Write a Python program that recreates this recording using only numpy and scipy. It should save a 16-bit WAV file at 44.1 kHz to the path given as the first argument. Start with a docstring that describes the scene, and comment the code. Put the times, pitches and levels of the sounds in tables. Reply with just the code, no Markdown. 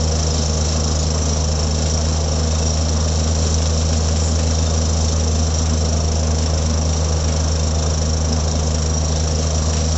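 """Open worksite: an excavator-mounted rock drill bores into stony ground. The hammer strikes about 26 times a
second, ringing the drill steel and rattling chuck and mast; flushing air hisses at the hole. A four-cylinder
diesel drives the compressor under load, with fan whine and buzzing covers; a second engine idles beside it, its
hydraulic pump whining at a steady pitch. Loose stones rasp under the bit, the steel sings in soft patches, and
the bit bites hard on solid rock."""
import sys
import numpy as np
from scipy import signal
from scipy.fft import rfft, irfft, next_fast_len
from scipy.io import wavfile
from scipy.ndimage import uniform_filter1d

SR = 44100
rng = np.random.default_rng(int(sys.argv[2]) if len(sys.argv) > 2 else 0)


def master_out(mix):
    """Clip the mix to full scale and print it as 16-bit PCM to the path in sys.argv[1]."""
    frames = np.transpose(np.atleast_2d(mix))
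    ceiling = np.clip(frames, -1, 1)
    pcm = np.round(ceiling * 32767).astype(np.int16)
    wavfile.write(sys.argv[1], SR, pcm)


N = 439677
TIME_S = np.arange(N) / SR


def from_db(db):
    """Decibels to gain."""
    return 10 ** (np.asarray(db) / 20)


def unit_rms(x):
    """Scale to rms 1."""
    return x / np.sqrt(np.mean(x ** 2) + 1e-20)


def curves(rows):
    """Columns after time_s, interpolated to every sample."""
    time_s, *columns = np.transpose(rows)
    return [np.interp(TIME_S, time_s, column) for column in columns]


def drift(rate_hz):
    """Random wander through unit-normal points."""
    return np.interp(TIME_S * rate_hz, np.arange(4000), rng.standard_normal(4000))


def swell(centre_s, sigma_s):
    """Gaussian rise and fall, height 1."""
    return np.exp(-.5 * ((TIME_S - centre_s) / sigma_s) ** 2)


def coloured(x, spectrum):
    """Filter by a smooth spectrum; rms 1."""
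    freq_hz, density_db = np.transpose(spectrum)
    size = next_fast_len(N + SR // 10)
    grid_hz = np.maximum(np.arange(size // 2 + 1) * SR / size, 1)
    gain = from_db(np.interp(np.log(grid_hz), np.log(freq_hz), density_db))
    return unit_rms(irfft(rfft(x, size) * gain, size)[:N])


def resonance(x, freq_hz, width_hz):
    """Two-pole resonator, peak gain 1."""
    radius = np.exp(-np.pi * width_hz / SR)
    feedback = [1, -2 * radius * np.cos(2 * np.pi * freq_hz / SR), radius ** 2]
    return signal.lfilter(np.array([1, 0, -1]) * (1 - radius ** 2) / 2, feedback, x + 1e-18)


def band(x, freq_hz, width_hz):
    """Two resonators in series; rms 1."""
    return unit_rms(resonance(resonance(x, freq_hz, width_hz), freq_hz, width_hz))


# Tight patches: centre_s, sigma_s, lost_hz
BINDS = [(6.62, .06, 1.44), (7.2, .1, 1.12)]

def binding_hz():
    """Blow rate lost while the rod binds."""
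    return sum(lost_hz * swell(centre_s, sigma_s) for centre_s, sigma_s, lost_hz in BINDS)


# Hammer pace in even rock: time_s, rate_hz
HAMMER_PACE = [(0, 26.259), (2.2, 26.105), (3.6, 25.898), (6.2, 26.164), (7.6, 25.996), (10, 26.118)]
# Soft patches, rod running free: centre_s, sigma_s, extra_hz, singing_db
SOFT_PATCHES = [(1.3, .1, 1.02, -32), (1.94, .05, .5, -31), (2.7, .07, .79, -32.5), (5.55, .07, .09, -33),
                (8.97, .08, 1.09, -32), (9.77, .08, .82, -37)]

def blow_count():
    """Blows so far; the hammer hurries in soft patches and labours in tight ones."""
    hurry_hz = sum(extra_hz * swell(centre_s, sigma_s) for centre_s, sigma_s, extra_hz, _ in SOFT_PATCHES)
    return np.cumsum(curves(HAMMER_PACE)[0] + hurry_hz - binding_hz()) / SR


def chatter(jitter_s, uneven_db, rise_s, hold_s, fall_s, memory):
    """Each piston blow starts a burst of chatter that partly repeats the one before."""
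    blows, lead_blows = blow_count(), .16
    starts_s = np.interp(np.arange(int(blows[-1]) + 1) - lead_blows, blows, TIME_S, right=TIME_S[-1])
    age_s = np.arange(SR // 14) / SR
    envelope = np.minimum(age_s / rise_s, 1) * np.exp(-np.maximum(age_s - hold_s, 0) / fall_s)
    pattern = rng.standard_normal(len(age_s))
    out = np.zeros(N + SR)
    for start_s in starts_s:
        late, force = rng.standard_normal(2)
        pattern = memory * pattern + np.sqrt(1 - memory ** 2) * rng.standard_normal(len(age_s))
        at = max(int((start_s + jitter_s * late) * SR), 0)
        out[at:at + len(age_s)] += from_db(uneven_db * force) * envelope * pattern
    return unit_rms(out[:N])


def evened(x):
    """The piston delivers nearly equal energy over every three blows."""
    return x / np.sqrt(uniform_filter1d(x ** 2, size=5088) + 1e-12)


# Course of the drilling: time_s, steel_db, air_db
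DRILLING_LEVELS = [(0, -29.5, -33), (1, -29.5, -33.5), (2.3, -31.5, -34.5), (3.6, -32, -32),
                   (5, -30.5, -34.5), (6.3, -32, -36), (8, -30.5, -36.5), (9, -31, -35.5),
                   (10, -31.5, -33.5)]
# Drill steel modes: pitch_hz, width_hz, level_db, sink_change_db
STEEL_MODES = [(1608, 67, -14.5, 2.5), (2657, 50, -13, -7.5), (3634, 39, -5.5, 3), (4030, 58, -11, 2.5),
               (4340, 82, -17.5, 3), (5145, 45, 0, -6), (5330, 250, -5, -8.5), (5470, 55, -1, -6.5),
               (5647, 100, -2, 3), (5752, 45, 2.5, 2), (6000, 45, 0.5, -3), (6230, 32, 1.5, -1.5),
               (6570, 50, -7.5, 1), (6778, 35, -1.5, -4), (7370, 34, -1.5, -2)]
# Loose chuck and mast: freq_hz, density_db
RATTLE_SPECTRUM = [(700, -27.5), (1400, -3), (2100, -4.5), (3000, -2), (4700, -6.5), (5500, -4), (6500, -6),
                   (7500, -2.5), (8000, -10)]

def drill(ring_gain_db, rattle_db, turning_db):
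    """Blows rattle the mast and ring the steel, whose modes trade strength as it turns and sinks."""
    rock_rate_hz, rock_swing_db, bind_db_per_hz = 7, 0.5, 0.5
    steel_db = curves(DRILLING_LEVELS)[0] + rock_swing_db * drift(rock_rate_hz)
    steel_db += ring_gain_db - bind_db_per_hz * binding_hz()
    mast_db = rattle_db + rock_swing_db * drift(rock_rate_hz)
    chuck = chatter(jitter_s=.0001, uneven_db=.04, rise_s=.0035, hold_s=.0089, fall_s=.01, memory=.51)
    mast = chatter(jitter_s=.0005, uneven_db=3.5, rise_s=.0047, hold_s=.0062, fall_s=.031, memory=.13)
    depth = TIME_S / TIME_S[-1] - .5
    delays = rng.integers(0, SR // 600, len(STEEL_MODES))  # wave travel along the rod
    ring = 0
    for delay, (pitch_hz, width_hz, level_db, sink_change_db) in zip(delays, STEEL_MODES):
        gain = from_db(level_db + sink_change_db * depth + turning_db * drift(6))
        ring += gain * resonance(np.roll(chuck, delay), pitch_hz, width_hz)
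    return from_db(steel_db) * evened(ring) + from_db(mast_db) * coloured(mast, RATTLE_SPECTRUM)


# Air hiss: freq_hz, density_db
AIR_SPECTRUM = [(1500, -13), (2300, -9), (3100, -2.5), (4700, 2.5), (5700, 12.5), (6500, 4.5), (7600, 4.5),
                (8000, -14.5)]
# Dust hose and hood: pitch_hz, width_hz, gain_db
HOSE_MODES = [(3175, 120, 2.5), (3840, 64, 5), (4270, 92, 3), (7110, 130, 4)]

def flushing_air(gain_db, flutter_db, surge_db, puff_db):
    """Air carries grit out through the dust hose, with a puff of chips after each blow."""
    flow_db = curves(DRILLING_LEVELS)[1] + surge_db * drift(5)
    flow_db += puff_db * np.cos(2 * np.pi * (blow_count() - .1))
    hiss = coloured(grains(rate_hz=12000, spread_db=5.0), AIR_SPECTRUM)
    hose = sum(from_db(db) * resonance(hiss, pitch_hz, width_hz) for pitch_hz, width_hz, db in HOSE_MODES)
    return from_db(flow_db + gain_db + flutter_db * drift(20)) * unit_rms(hiss + hose)


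def grains(rate_hz, spread_db):
    """Tiny random contacts of uneven size; rms 1."""
    sizes = from_db(spread_db * np.minimum(rng.exponential(1, N), 4)) * rng.choice([-1, 1], N)
    return unit_rms(sizes * (rng.random(N) < rate_hz / SR))


# Compressor diesel, one slow governor surge: time_s, firing_hz
DIESEL_SPEED = [(0, 78.423), (0.5, 77.628), (1.6, 77.811), (2.7, 78.512), (3.5, 79.327), (4.6, 79.485),
                (6.5, 78.596), (7.7, 78.503), (8.9, 77.519), (10, 78.169)]

def firing_count():
    """Diesel firings so far."""
    return np.cumsum(curves(DIESEL_SPEED)[0]) / SR


def diesel(cruise_hz, casing_gain_db, boom_gain_db, boom_hz, boom_width_hz):
    """Exhaust note, knocking casing, and the silencer booming with uneven gas flow."""
    surge_hz = curves(DIESEL_SPEED)[0] - cruise_hz
    firings = firing_count() + .82
    boom = from_db(boom_gain_db) * band(rng.standard_normal(N), boom_hz, boom_width_hz)
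    clatter = from_db(casing_gain_db) * casing(firings, knock_db=-2.0, repeat_db=-7.5, fall_cycles=0.49)
    body_db = -29 - 0.07 * TIME_S
    return exhaust(firings, surge_hz, waver_db=0.3) + from_db(body_db) * (clatter + boom)


# Exhaust partials: firing_order, level_db
EXHAUST_PARTIALS = [(1, 0), (1.25, -31.5), (1.75, -25), (2.5, -28), (2.749, -28.5), (3, -19), (3.5, -29.5),
                    (4, -31), (5, -33), (5.5, -28.5), (7, -26.5), (10, -29.5)]

def exhaust(firings, surge_hz, waver_db):
    """One pressure pulse per firing, louder and rounder as the diesel speeds up."""
    note_db = -16 + 1.0 * surge_hz
    second_db = -8.5 - 1.7 * surge_hz
    note = from_db(second_db) * np.cos(4 * np.pi * firings)
    for order, level_db in EXHAUST_PARTIALS:
        gain = from_db(level_db + waver_db * min(order - .75, 2) * drift(23))
        note += gain * np.cos(2 * np.pi * order * firings)
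    return -from_db(note_db) * note


# Casing under combustion knock: freq_hz, density_db
CASING_SPECTRUM = [(150, -12), (280, -10.5), (340, -4.5), (400, -1.5), (480, 3.5), (600, 1.5), (690, -1),
                   (900, -8), (1170, -8.5), (1350, -13.5), (2050, -21.5), (3000, -20), (7000, -38.5)]

def casing(firings, knock_db, repeat_db, fall_cycles):
    """Each cylinder knocks with its own strength; part of the clatter repeats every four firings."""
    cylinder_db = np.array([-0.56, 0.19, -1.0, 1.4])
    knocks = firings + .4
    envelope = from_db(knock_db + cylinder_db[knocks.astype(int) % 4]) * np.exp(-(knocks % 1) / fall_cycles)
    period = int(4 * N / firings[-1])
    repeating = np.interp(firings / 4 % 1 * period, np.arange(period), rng.standard_normal(period))
    clatter = rng.standard_normal(N) + from_db(repeat_db) * repeating
    return coloured((1 + envelope) * clatter, CASING_SPECTRUM)


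# Idle partials: firing_order, level_db
IDLE_PARTIALS = [(1, -38), (2, -36.5), (3, -47)]
# Ground-borne rumble: freq_hz, density_db
RUMBLE_SPECTRUM = [(12, -12.5), (25, -4), (50, 0), (100, 3), (140, 1.5), (190, -1.5), (300, -11.5),
                   (600, -35)]

def idling_engine(firing_hz, rumble_db, waver_db):
    """The excavator's own engine ticks over above a low rumble."""
    firings = firing_hz * TIME_S + 0.044 * drift(2.0)
    hum = sum(from_db(level_db + waver_db * drift(5.4)) * np.sin(2 * np.pi * order * firings)
              for order, level_db in IDLE_PARTIALS)
    return hum + from_db(rumble_db) * coloured(rng.standard_normal(N), RUMBLE_SPECTRUM)


# Cooling fan and compressor rotors: firing_order
ROTOR_ORDERS = [4.365, 8.73, 10.61, 13.09]
# Rotor tones: level_db
ROTOR_LEVELS_DB = [-48, -41.5, -53, -58.5]
# Hydraulic pump: pitch_hz, level_db
PUMP_TONES = [(481, -38.5), (841, -50), (1443, -56)]

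def fan_and_pump(wander_cycles, waver_db):
    """Fan tones follow the diesel with slight belt slip; the pump holds its own pitch."""
    firings = firing_count()
    fan = [(order * firings, level_db) for order, level_db in zip(ROTOR_ORDERS, ROTOR_LEVELS_DB)]
    pump = [(pitch_hz * TIME_S, level_db) for pitch_hz, level_db in PUMP_TONES]
    out = 0
    for cycles, level_db in fan + pump:
        gain = from_db(level_db + waver_db * drift(5))
        out += gain * np.sin(2 * np.pi * (cycles + wander_cycles * drift(4)))
    return out


def covers(level_db, shake_db, centre_hz, width_hz, fall_cycles):
    """Loose sheet covers buzz unevenly with the firings."""
    age_cycles = (firing_count() + .9) % 1
    knocks = np.exp(-age_cycles / fall_cycles) * from_db(shake_db * np.tanh(drift(25)))
    return from_db(level_db) * band(knocks * rng.standard_normal(N), centre_hz, width_hz)


# Loose stones under the bit: centre_s, sigma_s, level_db, centre_hz, width_hz
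STONE_RASPS = [(0.38, 0.03, -32, 4030, 2200), (0.736, 0.03, -33, 4070, 1900),
               (1.027, 0.035, -32, 4170, 1900), (4.257, 0.037, -28.5, 7200, 700),
               (9.15, 0.061, -37, 3820, 1600)]

def stone_rasps(gain_db):
    """Each stone is ground away in a short swell of grit."""
    grit = grains(rate_hz=4000, spread_db=3.5)
    return sum(from_db(level_db + gain_db) * swell(centre_s, sigma_s) * band(grit, centre_hz, width_hz)
               for centre_s, sigma_s, level_db, centre_hz, width_hz in STONE_RASPS)


def singing_steel(gain_db, pitch_hz, width_hz):
    """Less damped in soft patches, the steel's main mode swells, renewed by each blow."""
    freedom = sum(from_db(db) * swell(centre_s, sigma_s) for centre_s, sigma_s, _, db in SOFT_PATCHES)
    kicks = np.exp(-4 * ((blow_count() + .1) % 1)) * rng.standard_normal(N)
    return from_db(gain_db) * freedom * evened(resonance(kicks, pitch_hz, width_hz))


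# Hard bites: start_s, level_db
HARD_BITES = [(3.543, -12), (4.549, -12), (6.460, -17), (8.325, -7.5), (8.514, -10)]

def bit_bites(gain_db, fall_s, pitch_hz, width_hz):
    """Short, hard contacts ring the steel where the bit meets solid rock."""
    hits = np.zeros(N)
    for start_s, level_db in HARD_BITES:
        hits[int(start_s * SR)] = from_db(level_db + gain_db)
    envelope = signal.lfilter([1], [1, -np.exp(-1 / (fall_s * SR))], hits + 1e-18)
    return envelope * band(rng.standard_normal(N), pitch_hz, width_hz)


def scene():
    """Drill and engines in open air, mono."""
    mix = drill(ring_gain_db=0.5, rattle_db=-39.0, turning_db=2.5)
    mix += flushing_air(gain_db=2.5, flutter_db=1.0, surge_db=0.66, puff_db=0.5)
    mix += diesel(cruise_hz=78, casing_gain_db=0.1, boom_gain_db=-2.5, boom_hz=231.4, boom_width_hz=47.4)
    mix += idling_engine(firing_hz=43.4, rumble_db=-34.0, waver_db=2.5)
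    mix += fan_and_pump(wander_cycles=.15, waver_db=3.5)
    mix += covers(level_db=-44.0, shake_db=11.0, centre_hz=1110, width_hz=490, fall_cycles=0.46)
    mix += stone_rasps(gain_db=-1.5)
    mix += singing_steel(gain_db=1.0, pitch_hz=5720, width_hz=15)
    mix += bit_bites(gain_db=-8.0, fall_s=0.0056, pitch_hz=5660, width_hz=580)
    return mix[None]


def record(dry):
    """Steep low-pass."""
    cutoff_hz = 7950
    return signal.sosfilt(signal.ellip(14, .2, 90, cutoff_hz, fs=SR, output="sos"), dry)


dry = scene()
out = record(dry)
master_out(out)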